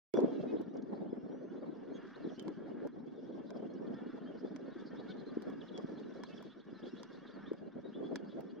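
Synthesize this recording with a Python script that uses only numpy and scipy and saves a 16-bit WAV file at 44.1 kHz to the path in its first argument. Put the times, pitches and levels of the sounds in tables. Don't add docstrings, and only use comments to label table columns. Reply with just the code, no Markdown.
import sys
import numpy as np
from scipy import signal
from scipy.fft import rfft, irfft, next_fast_len
from scipy.io import wavfile
from scipy.ndimage import uniform_filter1d, map_coordinates

SR = 44100
rng = np.random.default_rng(int(sys.argv[2]) if len(sys.argv) > 2 else 0)


def wav_record(signal):
    frames = np.transpose(np.atleast_2d(signal))
    bounded = np.clip(frames, -1, 1)
    quanta = np.round(bounded * 32767).astype(np.int16)
    wavfile.write(sys.argv[1], SR, quanta)


N = 379260


def amp(db):
    return 10 ** (np.asarray(db) / 20)


def unit(x):
    return x / np.sqrt(np.mean(x ** 2) + 1e-20)


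def along(points, hz):
    freqs, values = np.transpose(points)
    return np.interp(np.log(hz + 1), np.log(freqs + 1), values)


def curve(points):
    return np.interp(np.arange(N) / SR, *np.transpose(points))


def wobble(rate):
    knots = rng.standard_normal(int(N * rate / SR) + 4)
    return map_coordinates(knots, [np.arange(N) * rate / SR])


def bump(s, length):
    return np.exp(-(2 * (np.arange(N) / SR - s) / length) ** 2)


def filtered(x, response):
    n = x.shape[-1]
    padded = next_fast_len(n + 8192)
    return irfft(rfft(x, padded) * response(np.fft.rfftfreq(padded, 1 / SR)), padded)[..., :n]


def coloured(x, spectrum):
    return unit(filtered(x, lambda hz: amp(along(spectrum, hz))))


def spread(pair, side_db):
    mid, side = pair[0], pair[1] * amp(side_db)
    return np.array([mid + side, mid - side])


def panned(x, pan_db):
    return amp([[pan_db / 2], [-pan_db / 2]]) * x


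def add(track, s, sound):
    part = track[..., max(0, round(s * SR)):][..., :sound.shape[-1]]
    part += sound[..., :part.shape[-1]]


# (time [s], level [dB])
BREEZE = [(0.14, -29.5), (0.25, -29), (0.29, -40), (0.6, -39.5), (0.7, -45.5), (1.7, -46), (2.09, -52),
          (2.24, -46.5), (2.84, -45.5), (2.99, -49.5), (3.79, -44), (5.1, -48.5), (5.89, -45), (6.5, -53.5),
          (7.31, -54), (7.69, -46.5), (8.09, -44.5), (8.6, -51)]
# (time [s], level [dB])
PUFFS = [(.38, -37), (.45, -36.5), (.545, -37), (0.778, -40), (.93, -39.5), (1.015, -40), (1.691, -43.5),
         (1.91, -42), (2.266, -41.5), (2.482, -39), (2.854, -38), (3.648, -43.5), (3.913, -41),
         (4.468, -42.5), (4.947, -46.5), (5.487, -40), (6.588, -46), (6.688, -47.5), (6.854, -42.5),
         (7.777, -43.5), (8.126, -36.5), (8.381, -41.5)]
# (time [s], length [s])
WIND_LULLS = [(0.422, 0.015), (0.646, 0.019), (2.136, 0.036), (2.364, 0.046), (2.911, 0.037),
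              (3.617, 0.012), (4.12, 0.02), (4.397, 0.024), (4.839, 0.014), (5.671, 0.07), (6.531, 0.068),
              (6.629, 0.085), (6.782, 0.027), (7.575, 0.051), (7.718, 0.062), (7.813, 0.029),
              (7.926, 0.047), (8.315, 0.018)]

def wind_strength(unrest_db=1.92, puff_s=0.053, lull_db=12.5):
    breeze_power = amp(curve(BREEZE) + unrest_db * wobble(30)) ** 2
    puff_power = sum((amp(db) * bump(s, puff_s)) ** 2 for s, db in PUFFS)
    lulls = sum(bump(s, length) for s, length in WIND_LULLS)
    return np.sqrt(breeze_power + puff_power) * amp(-lull_db * lulls)


# (frequency [Hz], level [dB])
BUFFET_SPECTRUM = [(20, -47.5), (70, -26.5), (100, -27.5), (150, -10), (200, -1.5), (255, 1.5), (400, -3),
                   (570, -10.5), (800, -20.5), (1100, -29.5), (2000, -43.5), (6000, -66), (16000, -81.5)]

def wind(lump_db=2.0, flutter_db=1.0, patchy_db=3.5, deep_hz=230, usual_db=-45):
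    lumps = amp(lump_db * wobble(70) + flutter_db * wobble(170))
    spectra = signal.stft(lumps * rng.standard_normal((2, N)), nperseg=512)[2]
    patches = uniform_filter1d(rng.standard_normal(spectra.shape[1:]), size=3, axis=0)
    patches = unit(uniform_filter1d(patches, size=4, axis=1))
    turbulence = signal.istft(spectra * amp(patchy_db * patches), nperseg=512)[1][:, :N]
    ports = coloured(turbulence, BUFFET_SPECTRUM)
    slow_power = uniform_filter1d(np.mean(ports ** 2, axis=0), size=2400)
    ports = ports / np.sqrt(np.abs(slow_power))
    deep = filtered(ports, lambda hz: 1 / (1 + (hz / deep_hz) ** 6))
    strength = wind_strength()
    deep_gain = (amp(usual_db) / strength) ** 0.49
    return strength * (ports - deep + deep * deep_gain)


# (time [s], level [dB], pitch [Hz])
EDDIES = [(.178, -20.5, 510), (.19, -17.5, 467), (.245, -18, 440), (0.547, -25, 340), (.61, -29, 324),
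          (1.131, -25.5, 367), (2.252, -27.5, 306), (4.449, -28, 376), (5.373, -23, 338),
          (5.847, -25.5, 263), (6.73, -34.5, 265), (6.938, -32, 292), (7.518, -23, 382)]

def thumps(width_cycles=0.86, level_db=-1):
    out, t = np.zeros((2, N)), np.arange(-3000, 3000) / SR
    for (s, db, hz), turn in zip(EDDIES, rng.random(len(EDDIES))):
        phase = 2 * np.pi * (hz * t + turn) + np.array([[0], [np.pi / 2]])
        swell = np.exp(-(hz * t / width_cycles) ** 2)
        add(out, s + t[0], amp(db + level_db) * swell * np.sin(phase))
    return out


# (time [s], level [dB], brightness [dB], treble lift [dB])
CLICKS = [(.139, -40, -18.5, 14), (0.172, -39, -27, 9.5), (0.205, -48, -15, 11.5), (.614, -50, -20, 20.5),
          (2.396, -47, -8.5, -20.5), (2.425, -57, -16, 23), (2.481, -42.5, -18, -1.5),
          (2.873, -48, -24.5, 15.5), (3.505, -43.5, -20, -10), (4.562, -41.5, -18, -11.5),
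          (5.422, -45.5, -19, 17), (5.5, -49, -23.5, 17.5), (5.777, -48.5, -7, -16),
          (6.236, -35, -23, -3), (6.426, -48, -19.5, 15.5), (7.032, -39.5, -19.5, -10),
          (7.533, -46.5, -24, 14), (8.158, -30.5, -18, -7), (8.407, -55.5, -14, 22.5)]
# (frequency [Hz], level [dB], t60 [s])
SHELL_MODES = [(993, 3.5, 0.019), (1490, 1, 0.013), (1674, -0.5, 0.016), (2350, -20.5, 0.086),
               (3280, -14, 0.036), (4980, -10, 0.013), (6050, -24, 0.027)]
# (frequency [Hz], level [dB])
CRACK_SPECTRUM = [(1500, -4), (5500, 3), (8000, -10.5), (11000, -22), (16000, -26)]
# (frequency [Hz], share [0-1])
LIFT_SHARE = [(6500, 0), (13000, 0.92)]

def ticks(ring_db=-8, crack_db=5, crack_t60=0.031, snap_db=7, snap_s=.0004):
    out, t = np.zeros((2, N)), np.arange(SR // 20) / SR
    snap = np.exp(-t / snap_s)
    crack_decay = amp(-60 * t / crack_t60) + amp(snap_db) * snap
    for s, db, bright_db, lift_db in CLICKS:
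        ring = np.zeros(len(t))
        for mode_hz, mode_db, t60 in SHELL_MODES:
            decay = amp(mode_db + rng.normal(0, 4.2) - 60 * t / t60)
            ring += decay * np.sin(2 * np.pi * (mode_hz * t + rng.random()))
        ring *= (1 - snap) * amp(-.4 * max(0, bright_db + 23.5))
        crack = coloured(rng.standard_normal((2, len(t))), CRACK_SPECTRUM) * crack_decay
        crack = filtered(crack, lambda hz: amp(lift_db * along(LIFT_SHARE, hz)))
        crack = panned(spread(crack, side_db=2.0), pan_db=-6.0) * amp(bright_db + crack_db)
        add(out, s, amp(db + ring_db) * (ring + crack))
    return out


# (frequency [Hz], t60 [s])
SHORE_DECAY = [(300, 0.45), (2000, 0.86), (8000, 0.2)]

def shore(calls):
    hz, t, spectra = signal.stft(rng.standard_normal((2, SR // 2)), SR, nperseg=256)
    decay = amp(-60 * t / along(SHORE_DECAY, hz)[:, None])
    tail = signal.istft(spectra * decay, SR, nperseg=256)[1]
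    return signal.fftconvolve(calls, tail / np.linalg.norm(tail[0]), axes=1)[:, :N]


# (time [s], level [dB])
BUSTLE = [(0.31, -72), (0.42, -69.5), (0.63, -82), (1.56, -82.5), (2.29, -72), (2.99, -83.5), (3.24, -77),
          (4.67, -76.5), (5.07, -73), (5.25, -74.5), (6.38, -69.5), (6.54, -80), (6.73, -78), (6.87, -69),
          (7.4, -77), (7.79, -85), (8.18, -74.5), (8.6, -82)]
# (frequency [Hz], level [dB])
SPRAY_SPECTRUM = [(1800, -8.5), (2600, -2.5), (3350, 4), (3900, 0), (5100, 0.5), (6400, -6), (7400, -19.5),
                  (16000, -35.5)]

def splashing(clump_db=3, spray_db=3.0, level_db=-7):
    clumps = amp(clump_db * wobble(40) + spray_db * wobble(900))
    spray = coloured(clumps * rng.standard_normal((2, N)), SPRAY_SPECTRUM)
    return amp(curve(BUSTLE) + level_db) * panned(spread(spray, side_db=-2.5), pan_db=-6.0)


# (time [s], level [dB])
GABBLE_LEVEL = [(0.31, -67.5), (0.75, -73.5), (1.2, -75), (1.4, -70.5), (1.75, -73), (2.11, -61),
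                (2.39, -70), (2.82, -65.5), (2.94, -76), (3.78, -72), (4.02, -65.5), (4.37, -68.5),
                (4.95, -64.5), (5.22, -66), (5.46, -62.5), (5.65, -67.5), (6.29, -66), (6.57, -70),
                (7.15, -65.5), (7.5, -63), (7.58, -71.5), (7.9, -71), (8.16, -68.5), (8.6, -70.5)]
# (frequency [Hz], level [dB])
THROAT_SPECTRUM = [(300, -15), (800, -4), (1100, 0.5), (1600, 2.5), (1820, 0), (2100, -13), (2550, -14),
                   (4500, -23.5), (8000, -54)]

def gabble(count=1100, pitch_hz=330, honk_s=.07, rough=0.74, level_db=1):
    honks = np.zeros((2, N))
    for k, (when, pitch, life, size, slide) in enumerate(rng.standard_normal((count, 5))):
        u = np.linspace(0, 1, int(SR * honk_s * np.exp(.3 * life)))
        arch = np.sin(np.pi * u)
        hz = pitch_hz * np.exp(.25 * pitch + .12 * slide * u + .1 * arch)
        pulses = np.diff(np.floor(np.cumsum(hz) / SR), prepend=0)
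        add(honks[k % 2], (k + when) / count * N / SR, amp(3 * size) * arch * pulses)
    voices = unit(honks) + rough * rng.standard_normal((2, N))
    flutter = amp(1.4 * wobble(160))
    murmur = coloured(voices * flutter, THROAT_SPECTRUM)
    return amp(curve(GABBLE_LEVEL) + level_db) * spread(murmur, side_db=-20)


def peep(length, hz, slide, arch, buzz=0, jitter=.007, buzz_hz=430, overtone_db=-18):
    u = np.linspace(0, 1, int(max(length, .005) * SR))
    shake, stumble = unit(uniform_filter1d(rng.standard_normal((2, len(u))), size=60))
    hook = (2 * u - 1) ** 2
    pitch = hz * (1 + slide * (u - .5) - arch * hook * (1 + hook) + jitter * shake)
    flutter = np.sin(2 * np.pi * np.cumsum(buzz_hz * (1 + .2 * stumble)) / SR)
    phase = 2 * np.pi * np.cumsum(pitch) / SR + buzz * flutter
    swell = np.abs(np.sin(np.pi * u)) ** .8 * (1 + .8 * np.tanh(buzz) * flutter)
    overtones = np.sin(1.5 * phase) + .7 * np.sin(2 * phase)
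    return swell * (np.sin(phase) + amp(overtone_db) * overtones)


def far_peeps(count=640, pitch_hz=3900, level_db=-.5, burst_db=0.9, range_db=4, follows=.8):
    out = np.zeros((2, N))
    for k, draws in enumerate(rng.standard_normal((count, 8))):
        when, life, pitch, slide, arch, hoarse, size, pan = draws
        hz = pitch_hz * np.exp(.38 * np.tanh(pitch))
        note = peep(.03 * np.exp(.4 * life), hz, slide=.03 + .1 * slide, arch=.03 + .03 * arch,
                    buzz=.5 * abs(hoarse), jitter=.01, overtone_db=-16)
        nearness = amp(range_db * np.tanh(size) - 2 * abs(pitch))
        add(out, (k + 2 * when) / count * N / SR, panned(nearness * note, pan_db=3.5 * pan + 3.0))
    bustle_db = curve(BUSTLE)
    chorus_db = follows * bustle_db + (1 - follows) * bustle_db.mean()
    return out * amp(chorus_db + level_db + burst_db * wobble(6.7))


# (time [s], length [s], level [dB])
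WHISTLE_CALLS = [(0.567, 0.23, -86), (1.078, 0.54, -82)]

def whistles(middle_hz=5780, rise_hz_per_s=3100, waver_db=5.0):
    out = np.zeros((2, N))
    for s, length, db in WHISTLE_CALLS:
        add(out, s, amp(db) * peep(length, middle_hz, slide=rise_hz_per_s * length / middle_hz, arch=0))
    return out * amp(waver_db * wobble(18))


# (time [s], pitch [Hz], slide [share of pitch], level [dB])
NEAR_PEEPS = [(.134, 3490, 0.03, -62.5), (.145, 5780, 0, -64), (.38, 2690, -0.045, -70),
              (.465, 3820, -.12, -69.5), (.472, 2550, 0.019, -67), (1.93, 6530, -0.034, -69),
              (1.935, 3320, 0, -69.5), (2.375, 3124, 0, -59.5), (4.254, 3210, 0.039, -67.5),
              (4.7, 3900, 0.054, -72), (4.96, 3750, .18, -65), (5.172, 4160, -0.074, -66.5),
              (5.253, 4170, -0.0017, -64), (5.735, 3366, -0.083, -62), (6.295, 2660, 0, -66),
              (6.738, 4100, -0.077, -67), (6.84, 3366, .06, -69.5), (7.32, 4530, -.14, -68),
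              (7.452, 3610, .17, -63.5), (7.835, 3830, -0.019, -66.5), (7.926, 3440, .15, -66),
              (8.03, 3410, .05, -67)]
# (time [s], pitch [Hz], slide [share of pitch], level [dB])
NEAR_CHIRPS = [(2.146, 4010, .35, -65), (2.285, 3290, -.25, -66.5), (3.867, 3300, -.3, -72),
               (5.605, 3330, -.42, -61), (5.677, 3500, -.45, -62.5), (5.975, 3600, .28, -67.5),
               (6.256, 3380, -.2, -69), (6.326, 3400, .25, -70), (6.37, 3320, -.25, -63),
               (6.595, 3530, .38, -69), (6.695, 3200, .3, -73.5), (6.823, 3470, .35, -64),
               (7.303, 3720, .38, -69), (8.497, 4300, .38, -71)]
# (time [s], level [dB])
NEAR_CLACKS = [(.742, -72), (.772, -63.5), (.825, -65.5), (3.739, -68.5), (3.945, -68)]
# (time [s], length [s], pitch [Hz], slide [share of pitch], level [dB])
NEAR_RASPS = [(.349, 0.029, 3700, .2, -73), (.56, .046, 3800, 0.32, -71), (0.94, .046, 4430, .1, -72.5),
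              (2.219, .05, 4000, -.2, -69), (2.29, .11, 5700, -0.14, -72), (3.455, 0.055, 4000, 0.014, -75),
              (3.56, .022, 4950, 0, -68), (4.37, .05, 4900, 0.24, -69), (4.853, .048, 4650, 0, -63),
              (4.989, .028, 4400, .15, -66), (5.079, .036, 4250, 0.38, -62.5),
              (5.1, 0.03, 3600, -0.04, -58), (6.33, .085, 5200, -0.07, -70), (6.439, .047, 3650, 0.17, -71),
              (6.497, 0.047, 3550, .1, -68), (6.85, 0.06, 4600, .35, -67), (6.95, .065, 3850, .35, -66.5),
              (7.114, .07, 4100, .3, -71), (7.263, .034, 3700, -.1, -64), (8.281, .065, 3730, 0.24, -71)]

def near_birds(peep_s=.055, chirp_s=0.025, clack_s=0.011, clack_hz=5460, voice_db=1):
    notes = []
    for s, hz, slide, db in NEAR_PEEPS:
        arch = .04 * (.5 + rng.random())
        note = peep(peep_s, hz, slide, arch, buzz=.5 * rng.random(), overtone_db=-23)
        notes.append((s, db + voice_db, note))
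    for s, hz, slide, db in NEAR_CHIRPS:
        notes.append((s, db + voice_db, peep(chirp_s, hz, slide, arch=0, buzz=.3, jitter=.015)))
    for s, db in NEAR_CLACKS:
        notes.append((s - clack_s / 2, db, peep(clack_s, clack_hz, slide=0, arch=0, buzz=.8, jitter=.16)))
    for s, length, hz, slide, db in NEAR_RASPS:
        notes.append((s, db + voice_db, peep(length, hz, slide, arch=.04, buzz=.8, jitter=.025)))
    out = np.zeros((2, N))
    for s, db, note in notes:
        add(out, s, panned(amp(db) * note, pan_db=rng.normal(-2.2, 2)))
    return out


# (frequency [Hz], gain [dB])
AIR_PATH = [(2000, 4.5), (3300, 1.5), (4500, -1), (6500, -4.5), (9000, -28.5), (14000, -34.5)]

def scene():
    calls = filtered(near_birds() + whistles() + far_peeps(), lambda hz: amp(along(AIR_PATH, hz)))
    lagoon = calls + amp(-13.5) * shore(calls) + gabble() + splashing()
    return lagoon + wind() + thumps() + ticks()


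# (frequency [Hz], gain [dB])
PORT_CAVITY = [(2020, 0.5), (2220, 6), (2450, -3), (2650, -2.5), (2900, 1), (3060, -2.5), (3370, 5),
               (3600, 0), (5000, -0.5)]

def record(dry):
    start_s, fade_s, top_hz = 0.138, .001, 15900
    opened = np.clip((np.arange(N) / SR - start_s) / fade_s, 0, 1)
    return filtered(dry * opened, lambda hz: amp(along(PORT_CAVITY, hz)) * (hz < top_hz))


dry = scene()
out = record(dry)
wav_record(out)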